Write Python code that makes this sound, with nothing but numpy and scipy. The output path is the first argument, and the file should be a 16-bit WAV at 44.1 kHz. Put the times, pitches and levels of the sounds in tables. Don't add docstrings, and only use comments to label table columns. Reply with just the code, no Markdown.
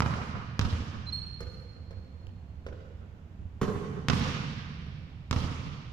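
import sys
import numpy as np
from scipy import signal
from scipy.fft import rfft, irfft
from scipy.io import wavfile

SR = 44100
rng = np.random.default_rng(int(sys.argv[2]) if len(sys.argv) > 2 else 0)


def dump_mix(stems):
    frames = np.atleast_2d(stems).T
    limited = np.clip(frames, -1, 1)
    pcm = np.round(limited * 32767).astype(np.int16)
    wavfile.write(sys.argv[1], SR, pcm)


N = 261072

# f/Hz, relative level/dB
SLAP_SPECTRUM = [(60, 18), (300, -7), (500, 3.5), (750, -4), (1200, 3.5), (2000, 0), (3000, -1), (4200, -4),
                 (5600, -6.5), (8000, -20.5), (12000, -26.5), (16000, -51)]
# f/Hz, relative level/dB
SCUFF_SPECTRUM = [(150, 5), (500, 3.5), (800, -10.5), (1300, 2.5), (2100, -10.5), (3000, -12), (5500, -9.5),
                  (8500, -24.5), (12000, -18), (16000, -45)]
# f/Hz, relative level/dB, t60/s, left-right correlation/1, build-up time/s
HALL_BANDS = [(40, -5, 2.9, 1, 0.022), (82, -0.5, 1.74, 0.96, 0.013), (147, 1.5, 3.86, 1, 0.0043),
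              (263, 1.5, 1.8, 0.81, 0.012), (553, 4, 1.51, 0.64, 0.0039), (1210, 0.5, 1.96, -0.21, 0.016),
              (2350, -0.5, 2.24, -0.011, 0.078), (4250, -0.5, 2.18, -0.0091, 0.031),
              (6800, -5, 1.2, 0.09, 0.071), (9000, -3.5, 1.08, 0.31, 0.034), (14000, -9, 0.74, 0.43, 0.025)]

REFERENCE_M = 6


def from_db(db):
    return 10 ** (np.asarray(db) / 20)


def rms_one(x):
    return x / np.sqrt(np.mean(x ** 2) + 1e-20)


def clock(size=N):
    return np.arange(size) / SR


def at_hz(points, hz):
    known, values = np.transpose(points)
    return np.interp(np.log(np.maximum(hz, 1)), np.log(known), values)


def add(out, sound, s):
    start = max(round(s * SR), 0)
    part = sound[..., :max(out.shape[-1] - start, 0)]
    out[..., start:start + part.shape[-1]] += part


def convolve(x, response):
    return signal.fftconvolve(np.atleast_2d(x), np.atleast_2d(response), axes=-1)[:, :N]


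def lowpass(x, hz):
    sections = signal.butter(2, min(hz, .45 * SR), fs=SR, output="sos")
    return signal.sosfilt(sections, x + 1e-18)


def pulse(spectrum, tilt_db=0, pivot_hz=1800, size=2048):
    hz = np.arange(size // 2 + 1) * SR / size
    octaves = np.log2(np.clip(hz / pivot_hz, .5, 4))
    level_db = at_hz(spectrum, hz) + tilt_db * octaves
    cepstrum = irfft(np.log(from_db(level_db)))
    cepstrum[1:size // 2] *= 2
    cepstrum[size // 2 + 1:] = 0
    return irfft(np.exp(rfft(cepstrum)))


def ring(hz, db, t60):
    t = clock(size=SR // 2)
    return from_db(db - 60 * t / t60) * np.sin(2 * np.pi * hz * t)


def crunch(spectrum, t60, tilt_db=0):
    t = clock(size=SR // 2)
    grains = convolve(rng.standard_normal(len(t)), pulse(spectrum, tilt_db))[0, :len(t)]
    return rms_one(grains) * from_db(-60 * t / t60)


def diffuse(size):
    hz = np.arange(size // 2 + 1) * SR / size
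    correlation = np.clip(at_hz(np.array(HALL_BANDS)[:, [0, 3]], hz), -.99, .99)
    mid, side = rfft(rng.standard_normal((2, size)))
    common = np.sqrt((1 + correlation) / 2) * mid
    opposed = np.sqrt((1 - correlation) / 2) * side * [[1], [-1]]
    return hz, common + opposed


def hall(x, hold_s=0.08, first_s=0.0028, patchy_db=2.5, patches_per_s=45, size=131072):
    hz, noise = diffuse(size)
    t, centres, response = clock(size), np.array(HALL_BANDS)[:, 0], 0
    for (_, db, t60, _, build_s), band in zip(HALL_BANDS, np.eye(len(HALL_BANDS))):
        clusters = np.interp(t * patches_per_s, np.arange(256), rng.standard_normal(256))
        clusters = clusters * np.exp(-t / 0.58)
        fade = from_db(patchy_db * clusters - 60 * np.hypot(t, hold_s) / t60)
        envelope = (1 - np.exp(-np.maximum(t - first_s, 0) / build_s)) * fade
        share = at_hz(np.c_[centres, band], hz)
        response = response + from_db(db) * irfft(noise * share) * envelope / np.linalg.norm(envelope)
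    return convolve(x, response)


def near(x, lead_s):
    t = clock(len(x))
    return np.array([x, np.interp(t - lead_s, t, x, left=0)])


def scattered(top_hz, spread_s, clean, size=4096):
    t = clock(size)
    spray = rng.standard_normal((2, size)) * np.exp(-t / spread_s)
    echo = clean * (t == 0) + spray / np.linalg.norm(spray[0])
    return lowpass(echo, top_hz) / np.hypot(clean, 1)


def space(x, lead_s, wall_s, wall_db, roof_s, roof_db, hall_db, shine_db=-6,
          flutter_s=0.077, flutter_loss_db=3.5, count=6):
    echoes = np.zeros((2, SR))
    wall = scattered(top_hz=7300, spread_s=0.0071, clean=0.63)
    add(echoes, from_db([[wall_db - 5.5], [wall_db]]) * wall, wall_s)
    for k in range(count):
        bass_db = roof_db - 2 - k * flutter_loss_db
        bass = from_db(bass_db) * scattered(top_hz=316, spread_s=0.019, clean=3.8)
        treble_db = shine_db + 0.31 * roof_db - k * 5.3
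        treble = from_db(treble_db) * scattered(top_hz=5000, spread_s=0.0096, clean=0.47)
        add(echoes, bass + treble, roof_s + k * flutter_s)
    add(echoes, from_db(-12.5) * scattered(top_hz=1750, spread_s=0.032, clean=0.23), .35)
    return near(x, lead_s) + convolve(x, echoes) + from_db(hall_db) * hall(x)


def from_spot(x, distance_m, degrees):
    wall_db, roof_db, hall_db = -3, -3.5, 1.5
    mic_gap_s = 0.0003
    ahead_wall_s, left_wall_s = 0.0138, 0.011
    roof_s, sooner_s, focus_db = 0.0563, 0.0103, 2.5
    doublings, left = np.log2(distance_m / REFERENCE_M), np.sin(np.radians(degrees))
    loss_db = 20 * np.log10(distance_m / REFERENCE_M)
    heard = space(x, lead_s=mic_gap_s * left, wall_s=ahead_wall_s + left_wall_s * left,
                  wall_db=wall_db + loss_db, roof_s=roof_s - sooner_s * doublings,
                  roof_db=roof_db + loss_db + focus_db * doublings, hall_db=hall_db + loss_db)
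    return from_db(-loss_db) * heard


def whine(hz=13000, db=-100):
    return from_db(db) * np.sin(2 * np.pi * hz * clock())


def rumble(rumble_db=-46):
    # f/Hz, relative spectral level/dB
    murmur_spectrum = [(22, -16), (45, -13.5), (64, -4.5), (82, 0), (118, -12), (190, -14.5), (280, -23),
                       (480, -32.5), (800, -32), (1300, -36.5), (3700, -50.5), (7000, -64.5), (9500, -71),
                       (16000, -77.5)]
    hz, noise = diffuse(N)
    murmur = irfft(noise * from_db(at_hz(murmur_spectrum, hz)), N)
    return from_db(rumble_db) * rms_one(murmur)


def footsteps(distance_m=4.4, degrees=39):
    # t/s, thud level/dB, sole knock level/dB, scuff level/dB
    steps = [(1.169, -40.5, -61, -52.5), (1.405, -38.5, -41.5, -38.5), (1.908, -38.5, -45.5, -48.5),
             (2.215, -38.5, -53, -70), (2.514, -51, -68, -73), (2.665, -64, -32.5, -50.5),
             (3.392, -35.5, -61, -78), (4.864, -43, -65, -52.5)]
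    firm_tilt_db, firm_db, tilt_per_db = -2.6, -33.5, 0.2
    x = np.zeros(N)
    for s, thud_db, knock_db, scuff_db in steps:
        thud = ring(84.0, thud_db, 0.2) + ring(163.6, thud_db - 12.0, 0.15)
        knock = ring(494, knock_db, 0.017) - ring(1046, knock_db - 11.5, 0.029)
        knock = knock + ring(1420, knock_db - 4.5, 0.012)
        slap = from_db(knock_db - 14) * crunch(SLAP_SPECTRUM, t60=0.1, tilt_db=-3.0)
        tilt_db = firm_tilt_db + tilt_per_db * (scuff_db - firm_db)
        scuff = from_db(scuff_db) * crunch(SCUFF_SPECTRUM, t60=0.069, tilt_db=tilt_db)
        add(x, thud + knock + slap + scuff, s)
    return from_spot(x, distance_m, degrees)


def squeak(waver=0.0026, second_db=-26, third_db=-39):
    # t/s, length/s, f/Hz, level/dB
    slips = [(1.059, 0.031, 4110, -40), (1.119, 0.026, 4255, -30.5), (1.153, 0.015, 4253, -33.5)]
    sharp_hz, settle_s = 200, 0.0031
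    x, hardest_db = np.zeros(N), max(db for *_, db in slips)
    for s, length_s, hz, db in slips:
        t = clock(size=SR // 10)
        unsteady = 1 + waver * rms_one(lowpass(rng.standard_normal(len(t)), 250))
        pitch = (hz + sharp_hz * np.exp(-t / settle_s)) * unsteady
        phase = 2 * np.pi * np.cumsum(pitch) / SR
        level = from_db(db) * np.sin(np.pi * np.minimum(t / length_s, 1)) ** 2
        overtones = from_db(second_db) * np.sin(2 * phase) + from_db(third_db) * np.sin(3 * phase)
        add(x, level * (np.sin(phase) + level / from_db(hardest_db) * overtones), s)
    return space(x, lead_s=0.000213, wall_s=0.014, wall_db=1, roof_s=0.059, roof_db=-5.5,
                 hall_db=-1.5, shine_db=0.5)


def release(s=2.269, db=-43.5):
    x = np.zeros(N)
    tick = ring(2960, db, 0.0056) + ring(4660, db - 12.0, 0.006)
    rub = from_db(db - 14) * crunch(SCUFF_SPECTRUM, t60=.04, tilt_db=-3.5)
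    add(x, tick + rub, s)
    return space(x, lead_s=0.00024, wall_s=0.023, wall_db=-9, roof_s=0.035, roof_db=-12,
                 hall_db=-8, shine_db=-16)


def basket_stand(s=3.614):
    # f/Hz, level/dB, t60/s
    stand_modes = [(100, -20, 0.051), (150.3, -22.5, 0.12), (197, -23, 0.079), (273, -25.5, 0.043),
                   (401, -23, 0.064), (464, -25, 0.024), (568, -33, 0.052), (1076, -26, 0.026),
                   (1273, -27.5, 0.026), (1440, -38, 0.044), (1470, -42, 0.021), (1900, -50, 0.06)]
    # f/Hz, relative level/dB
    clatter_spectrum = [(200, -5), (700, 2.5), (1400, 1.5), (2200, -7.5), (3500, -12), (6000, -19),
                        (8500, -26), (12500, -29.5), (16000, -57)]
    x = np.zeros(N)
    clunk = sum((-1) ** k * ring(*mode) for k, mode in enumerate(stand_modes))
    add(x, clunk, s)
    add(x, from_db(-34) * crunch(clatter_spectrum, t60=0.18), s)
    return space(x, lead_s=.00002, wall_s=.0155, wall_db=-1.5, roof_s=0.064, roof_db=-4.0, hall_db=1.5)


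def hollowed(spectrum, hollow_hz, hollow_db, octaves=0.15):
    hz = np.geomspace(spectrum[0][0], spectrum[-1][0], 200)
    dip = np.exp(-(np.log2(hz / hollow_hz) / octaves) ** 2)
    return np.c_[hz, at_hz(spectrum, hz) + hollow_db * dip]


def bounce(thump_db, thump_hz, board_db, slap_db, tilt_db, hollow_hz, hollow_db=-4):
    # f/Hz, level relative to the slap/dB, t60/s
    ball_modes = [(939, -44, 0.86), (1285, -46.5, 0.24), (1384, -31, 0.077), (2522, -33, 0.055),
                  (2576, -33, 0.078), (2820, -72, 0.3), (3065, -40.5, 0.26), (3250, -85, .2),
                  (3840, -47, 0.34), (4900, -52, 0.13), (5090, -69, 0.14)]
    out = -ring(1270, board_db, 0.0076)
    out = out - ring(234.0, thump_db - 8.5, 0.024) - ring(463, thump_db - 15, 0.017)
    slap = pulse(hollowed(SLAP_SPECTRUM, hollow_hz, hollow_db), tilt_db)
    add(out, -from_db(slap_db) * slap / np.abs(slap).max(), 0)
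    add(out, ring(thump_hz, thump_db, 0.05), .0013)
    add(out, ring(84.0, thump_db - 11.0, 0.33) + ring(36, thump_db - 20, 0.14), .003)
    pings = sum(ring(hz, slap_db + db + rng.normal(0, 1), t60) for hz, db, t60 in ball_modes)
    return out + pings


def dribbles():
    # t/s, force/dB, distance/m, bearing to the left/degrees, floor thump f/Hz,
    # board knock level/dB, slap tilt/(dB per octave), slap hollow f/Hz
    landings = [(0.0046, -1.5, 6.04, 12.5, 104.6, -12.5, -3, 3430),
                (0.5932, -1.0, 5.77, 29.3, 93.5, -22.5, -1.5, 2010),
                (4.0851, 7, 11, 2.4, 120, -19, -1.5, 594),
                (5.3112, 0.5, 8.77, 15.6, 101.5, -19.5, -1.1, 1610)]
    slap_0_db, thump_0_db, thump_follows = -10, -14.5, 0.46
    out = np.zeros((2, N))
    for s, force_db, distance_m, degrees, thump_hz, board_db, tilt_db, hollow_hz in landings:
        slap_db, thump_db = slap_0_db + force_db, thump_0_db + thump_follows * force_db
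        x = np.zeros(N)
        add(x, bounce(thump_db, thump_hz, board_db, slap_db, tilt_db, hollow_hz), s)
        out += from_spot(x, distance_m, degrees)
        grit = np.array([crunch(SLAP_SPECTRUM, t60=0.038, tilt_db=tilt_db) for ear in range(2)])
        add(out, from_db(slap_db - 16.0) * REFERENCE_M / distance_m * grit, s)
    return out


def scene():
    background = whine() + rumble()
    player = footsteps() + squeak() + release()
    return background + player + basket_stand() + dribbles()


def record(dry, cutoff_hz=15300):
    # f/Hz, left level/dB, right level/dB
    mic_levels = [(60, -2, 3), (382, -2.5, 2.5), (1310, -3.5, 0.5), (2860, 1, 3.5), (4110, -3.5, 3.5),
                  (7440, 4.5, 9.5), (8970, 3.5, -1.5), (11500, 8, -2)]
    hz, left_db, right_db = np.transpose(mic_levels)
    responses = np.array([pulse(np.c_[hz, db]) for db in (left_db, right_db)])
    heard = convolve(dry, responses)
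    top_cut = signal.ellip(10, .1, 80, cutoff_hz, fs=SR, output="sos")
    return signal.sosfilt(top_cut, heard)


dry = scene()
out = record(dry)
dump_mix(out)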